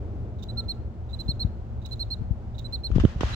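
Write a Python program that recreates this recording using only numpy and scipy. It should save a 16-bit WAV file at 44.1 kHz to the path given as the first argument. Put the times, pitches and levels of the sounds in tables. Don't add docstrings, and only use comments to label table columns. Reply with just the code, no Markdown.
import sys
import numpy as np
from scipy import signal
from scipy.fft import rfft, irfft
from scipy.io import wavfile
from scipy.ndimage import uniform_filter1d, minimum_filter1d

SR = 44100
rng = np.random.default_rng(int(sys.argv[2]) if len(sys.argv) > 2 else 0)


def generate_wav(signal):
    frames = np.transpose(np.atleast_2d(signal))
    scaled = np.clip(frames, -1, 1) * 32767
    pcm = np.round(scaled).astype(np.int16)
    wavfile.write(sys.argv[1], SR, pcm)


N = 147735

# start in seconds, length in seconds, level in dB,
# top pitch in Hz, depth of the pitch arch from 0 to 1.
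STROKES = [(0.4856, 0.031, -35, 4025, 0.4), (0.572, .041, -24.5, 4242, 0.93),
           (0.683, 0.045, -25, 4248, 0.98), (1.13, 0.025, -33, 4050, 0.55),
           (1.190, 0.035, -30.5, 4117, 0.63), (1.281, 0.045, -24.7, 4240, 1),
           (1.395, 0.046, -24.5, 4246, 0.99), (1.85, 0.011, -35.5, 3890, 0.06),
           (1.873, .007, -48, 4000, 0.1), (1.911, 0.037, -31, 4140, 0.66), (1.9939, 0.046, -25, 4234, 1),
           (2.1029, 0.047, -25.5, 4250, 0.98), (2.644, .031, -34, 4030, 0.34),
           (2.725, .042, -25.5, 4217, .95), (2.835, 0.047, -26.5, 4245, 1), (3.326, 0.043, -33, 4040, 0.54)]
WING_HZ, CATCH_S = 3790, 0.0065


def amp(db):
    return 10 ** (np.asarray(db) / 20)


def unit(x):
    return x / np.sqrt(np.mean(x ** 2) + 1e-20)


def read(points, hz):
    row_hz, value = np.transpose(points)
    return np.interp(np.log(hz + 1), np.log(row_hz + 1), value)


def add(mix, start, sound):
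    part = mix[..., round(start * SR):][..., :sound.shape[-1]]
    part += sound[..., :part.shape[-1]]


def pan(db):
    return amp(np.array([[db], [-db]]) / 2)


def noise(colour, level=1):
    white = level * rng.standard_normal(N)
    gains = unit(amp(read(colour, np.fft.rfftfreq(N, 1 / SR))))
    return irfft(rfft(white) * gains, N)


def wander(rate_hz):
    smoothing = np.exp(-(np.fft.rfftfreq(N, 1 / SR) / rate_hz) ** 2)
    return unit(irfft(rfft(rng.standard_normal(N)) * smoothing, N))


def wall_echo(sound):
    echo_db, fade_s = -29.5, 0.54
    t = np.arange(SR // 2) / SR
    early_boost = 1 + 2 * np.exp(-t / 0.021)
    tail = rng.standard_normal((2, len(t))) * amp(-60 * t / fade_s) * early_boost
    tail /= np.linalg.norm(tail[0])
    return amp(echo_db) * signal.fftconvolve(sound[1:], tail, axes=1)[:, :N]


def outdoors():
    # frequency in Hz, relative level in dB.
    air_colour = [(12, -46), (20, -13), (38, -5), (64, -0.5), (119, -7), (144, -25.5), (171, -14.5),
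                  (232, -18.5), (259, -24.5), (324, -26), (400, -27), (581, -27.5), (760, -29.5),
                  (1150, -39.5), (1400, -40), (1750, -47), (4000, -56), (7500, -64), (8800, -71.5),
                  (12500, -78.5), (15500, -71)]
    traffic_colour = [(100, -30.5), (220, 3), (400, 3), (700, -12.5), (1200, -31.5), (2000, -40.5),
                      (8000, -70.5)]
    # pitch in Hz, width of the wavering in Hz, level in dB.
    engines = [(72.9, 27, -41.5), (112.7, 27, -41), (231.5, 24, -53), (345, 20, -60)]
    # frequency in Hz, likeness from 0 to 1.
    likeness = [(30, 0.63), (80, 1), (300, 1), (700, 0.6), (1500, 0.1), (4000, 0.073), (15000, 0.077)]
    # frequency in Hz, difference in dB.
    left_louder = [(25, 3), (70, 1.5), (150, -2), (400, 2), (1500, 2.5), (8000, 1)]
    # frequency in Hz, lag in radians.
    left_lag = [(20, .2), (70, 0.9), (200, 0.27), (500, 0.64), (1000, 1.2)]
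    t, hz = np.arange(N) / SR, np.fft.rfftfreq(N, 1 / SR)
    traffic_level = amp(-44.5 - 9.5 * t)
    rumbles = []
    for _ in range(2):
        air = amp(-35 + wander(3.8)) * noise(air_colour)
        rumbles.append(rfft(air + traffic_level * noise(traffic_colour)))
    drone = 0
    for pitch, width, db in engines:
        phase = 2 * np.pi * pitch * t
        note = wander(width / 2) * np.cos(phase) + wander(width / 2) * np.sin(phase)
        drone += rfft(amp(db) * unit(note))
    same, tilt = read(likeness, hz), amp(read(left_louder, hz) / 2)
    left = (rumbles[0] + drone) * tilt * np.exp(-1j * read(left_lag, hz))
    right = (same * rumbles[0] + np.sqrt(1 - same ** 2) * rumbles[1] + drone) / tilt
    return irfft(np.array([left, right]), N)


def far_whistles():
    # start in seconds, length in seconds, level in dB, starting pitch in Hz.
    whistles = [(0.485, 0.047, -66, 1360), (0.546, .125, -58, 1374), (0.75, 0.045, -63, 1360)]
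    out = np.zeros((2, N))
    for start, length, db, top_hz in whistles:
        t = np.arange(0, length, 1 / SR)
        hz = top_hz - 5800 * t ** 2
        swell = amp(db) * np.sin(np.pi * t / length)
        add(out, start, swell * np.sin(2 * np.pi * np.cumsum(hz) / SR))
    return out + amp(28) * wall_echo(out)


def hand_on_camera():
    # time in seconds, peak level in dB, width of the push in seconds,
    # how much louder the left side is in dB, level of the contact tick in dB.
    bumps = [(1.2902, -17.5, 0.0026, 12, -61), (1.4492, -15.5, 0.0028, 12.5, -51),
             (2.21, -30, 0.0019, 17, -68), (2.2189, -25, 0.0027, 15.5, -62),
             (2.3095, -21, 0.0036, 20.5, -70), (2.904, -28.5, 0.001, 18, -59),
             (2.916, -19.5, 0.0067, 13, -31.5), (2.934, -28, 0.0021, 16, -59),
             (2.9555, -28, 0.0017, 10, -37.5), (2.9617, -9, .0019, 12, -56),
             (2.9832, -15.5, .001, 13, -30.5), (2.9998, -18, 0.0027, -10, -21),
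             (3.0386, -17, 0.0012, -17.5, -58), (3.0417, -23, 0.0015, -38.5, -73),
             (3.0515, 0.5, .0014, -4.5, -16.5), (3.16, -21, 0.0026, -4, -80),
             (3.2089, -29, 0.00024, -4, -22), (3.211, -17.5, 0.00091, -5, -35),
             (3.234, -17.5, 0.00043, -14, -42), (3.24, -17, 0.0052, 0.5, -72)]
    # time in seconds, level in dB.
    rub_curve = [(2.88, -64.5), (2.945, -56.5), (2.958, -43), (2.991, -54), (3.004, -38.5), (3.03, -49.5),
                 (3.11, -48.5), (3.16, -55), (3.206, -52), (3.208, -31.5), (3.222, -39.5), (3.29, -39.5),
                 (3.35, -40)]
    # frequency in Hz, relative level in dB.
    rub_colour = [(300, -20.5), (700, -4), (1300, 0), (1900, -2), (2200, -7), (2900, -4.5), (4400, -11),
                  (6500, -16), (7500, -22.5), (8500, -30.5), (10500, -37), (13000, -40), (15500, -42)]
    tick_colour = [(300, 13), (1300, 12.5), (2200, -5), (3000, 10), (4300, -10.5), (6800, -10), (8500, -25),
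                   (15000, -47)]
    grip_colour = [(10, -8.5), (25, -3.5), (55, -1), (90, -6.5), (160, -16.5), (400, -57.5), (2000, -100)]
    thuds, tick_level = np.zeros((2, N)), np.zeros(N)
    t = np.arange(-SR // 50, SR // 6) / SR
    bass_cut = signal.butter(4, 57.5, "highpass", fs=SR, output="sos")
    for when, db, width, left_db, tick_db in bumps:
        push = 1 / np.cosh(np.clip(2 * t / width, -20, 20))
        leaked = signal.lfilter([1, -1], [1, -np.exp(-0.76 / width / SR)], push)
        thud = signal.sosfilt(bass_cut, leaked)
        add(thuds, when + t[0], amp(db) * pan(left_db) * thud / abs(thud).max())
        add(tick_level, when, amp(tick_db) * np.exp(-t[t >= 0] / 0.0011))
    clock = np.arange(N) / SR
    rub_db = np.interp(clock, *np.transpose(rub_curve), left=-120)
    rub_level = amp(rub_db - wander(900))
    grip_swell = np.exp(-((clock - 2.98) / 0.052) ** 2)
    grip = amp(-18) * grip_swell * noise(grip_colour)
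    skin = np.array([noise(rub_colour, rub_level) + noise(tick_colour, tick_level) for _ in range(2)])
    return thuds + pan(8) * grip + pan(1) * skin


def place_cricket(sound, hz):
    left_db = -4.5 + 0.0483 * np.clip(hz - 4216, -300, 300)
    return np.array([sound * amp(left_db), sound])


def skid(length, db):
    catches_per_s, spread_hz = 200, 120
    out = np.zeros(int((length + 2 * CATCH_S) * SR))
    t = np.arange(0, CATCH_S, 1 / SR)
    swell = np.sin(np.pi * (t / CATCH_S) ** 0.52) ** 2
    for k, (late, detune, strength) in enumerate(2 * rng.random((12, 3)) - 1):
        start = (k + 0.18 * (late + 1)) / catches_per_s
        if start < length:
            ring = np.sin(2 * np.pi * (WING_HZ + spread_hz * detune) * t)
            add(out, start, amp(db + 2 * strength) * swell * ring)
    return place_cricket(out, WING_HZ)


def stroke_pitch(progress, top_hz, arch):
    crest = 0.49 + 0.33 * (1 - arch)
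    before_crest = 152 * np.cos(np.pi / 2 * progress / crest) ** 2
    after_crest = 560 * ((progress - crest) / (1 - crest)) ** 2
    return top_hz - arch * np.where(progress < crest, before_crest, after_crest)


def wing_strokes():
    stroke_shape = [(0, 0), (.03, .33), (.3, 1), (.6, 1), (.76, 0.81), (.93, 0.2), (1, 0)]
    # multiple of the pitch, relative level in dB.
    overtones = [(2, -27), (3, -32)]
    # frequency in Hz, change in dB.
    overtone_colour = [(7600, -5.5), (8100, 2.5), (8500, -7.5), (9000, -5), (11400, -9.5), (12000, -1.5),
                       (12400, -0.5), (12800, -9)]
    left_lead_s, snap_s, reopen_s = 0.00006, 0.0012, 0.031
    song, rasp_level = np.zeros((2, N)), np.zeros(N)
    jitter_hz = 10 * wander(400)
    shimmer = 1 + 0.034 * wander(350)
    flutter = amp(1.5 * wander(500))
    for start, length, db, top_hz, arch in STROKES:
        t = np.arange(0, length, 1 / SR)
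        progress = t / length
        samples = (round(start * SR) + np.arange(len(t))) % N
        hz = stroke_pitch(progress, top_hz, arch) + jitter_hz[samples]
        phase = 2 * np.pi * (np.cumsum(hz) / SR + hz * np.array([[left_lead_s], [0]]))
        upper = sum(amp(tone_db + read(overtone_colour, k * hz)) * np.sin(k * phase)
                    for k, tone_db in overtones)
        level = amp(db) * np.interp(progress, *np.transpose(stroke_shape)) * shimmer[samples]
        add(song, start, place_cricket(level, hz) * (np.sin(phase) + flutter[samples] * upper))
        snaps = np.exp(-t / snap_s) + np.exp(-abs(t - 1.2 * length) / snap_s)
        add(rasp_level, start, amp(-38.5) * level + amp(db - 26) * snaps)
        add(song, start + length + reopen_s, skid(CATCH_S / 2, db - 36))
    return song, rasp_level


def cricket():
    # start in seconds, length in seconds, ring level in dB, rasp level in dB.
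    skids = [(0.4229, .02, -39.5, -46), (1.201, 0.0092, -54.5, -50.5), (1.856, .012, -41, -45),
             (1.926, .007, -43, -50.5), (2.581, 0.021, -38, -48)]
    brushes = [(0.385, 0.018, -53.5, -65.5), (1.09, 0.027, -52.5, -68.5), (1.816, 0.013, -53, -65),
               (2.545, 0.015, -50, -67)]
    # frequency in Hz, relative level in dB.
    rasp_colour = [(1500, -24.5), (2600, -6.5), (3800, 0.5), (5000, -3), (6500, -3), (7700, -10.5),
                   (8800, -19), (10500, -31.5), (12500, -18.5), (14000, -20), (15500, -6)]
    sizzle_colour = [(2000, -21), (3800, 16), (5000, -5.5), (7000, 5.5), (8800, -16.5), (10500, -18.5),
                     (12500, -9), (15500, -2)]
    song, rasp_level = wing_strokes()
    for start, length, ring_db, rasp_db in skids + brushes:
        add(song, start, skid(length, ring_db))
        swell = np.hanning(int((length + CATCH_S / 2) * SR)) ** 0.63
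        add(rasp_level, start, amp(rasp_db) * swell)
    rasp_level *= unit(amp(2.5 * wander(2500)))
    movement = np.zeros(N)
    for start, *_ in STROKES + skids + brushes:
        add(movement, start, np.hanning(int(0.092 * SR)) ** 0.5)
    sizzle_level = amp(-67.5) * np.sqrt(movement)
    hiss = [noise(rasp_colour, rasp_level) + noise(sizzle_colour, sizzle_level) for _ in range(2)]
    flicker = amp(3.2 * wander(400))
    return song + flicker * amp([[-7], [0]]) * np.array(hiss)


def scene():
    song = cricket()
    return song + wall_echo(song) + outdoors() + far_whistles() + hand_on_camera()


def record(dry):
    ceiling, fade_s, top_hz = 0.98, 0.004, 15850
    safe_gain = np.minimum(ceiling / (abs(dry).max(0) + 1e-9), 1)
    gain = uniform_filter1d(minimum_filter1d(safe_gain, size=241), size=241)
    fade_in = np.minimum(np.arange(N) / (fade_s * SR), 1)
    treble_cut = signal.firwin(511, top_hz, window=("kaiser", 9), fs=SR)
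    return signal.oaconvolve(dry * gain * fade_in * fade_in[::-1], treble_cut[None], "same")


dry = scene()
out = record(dry)
generate_wav(out)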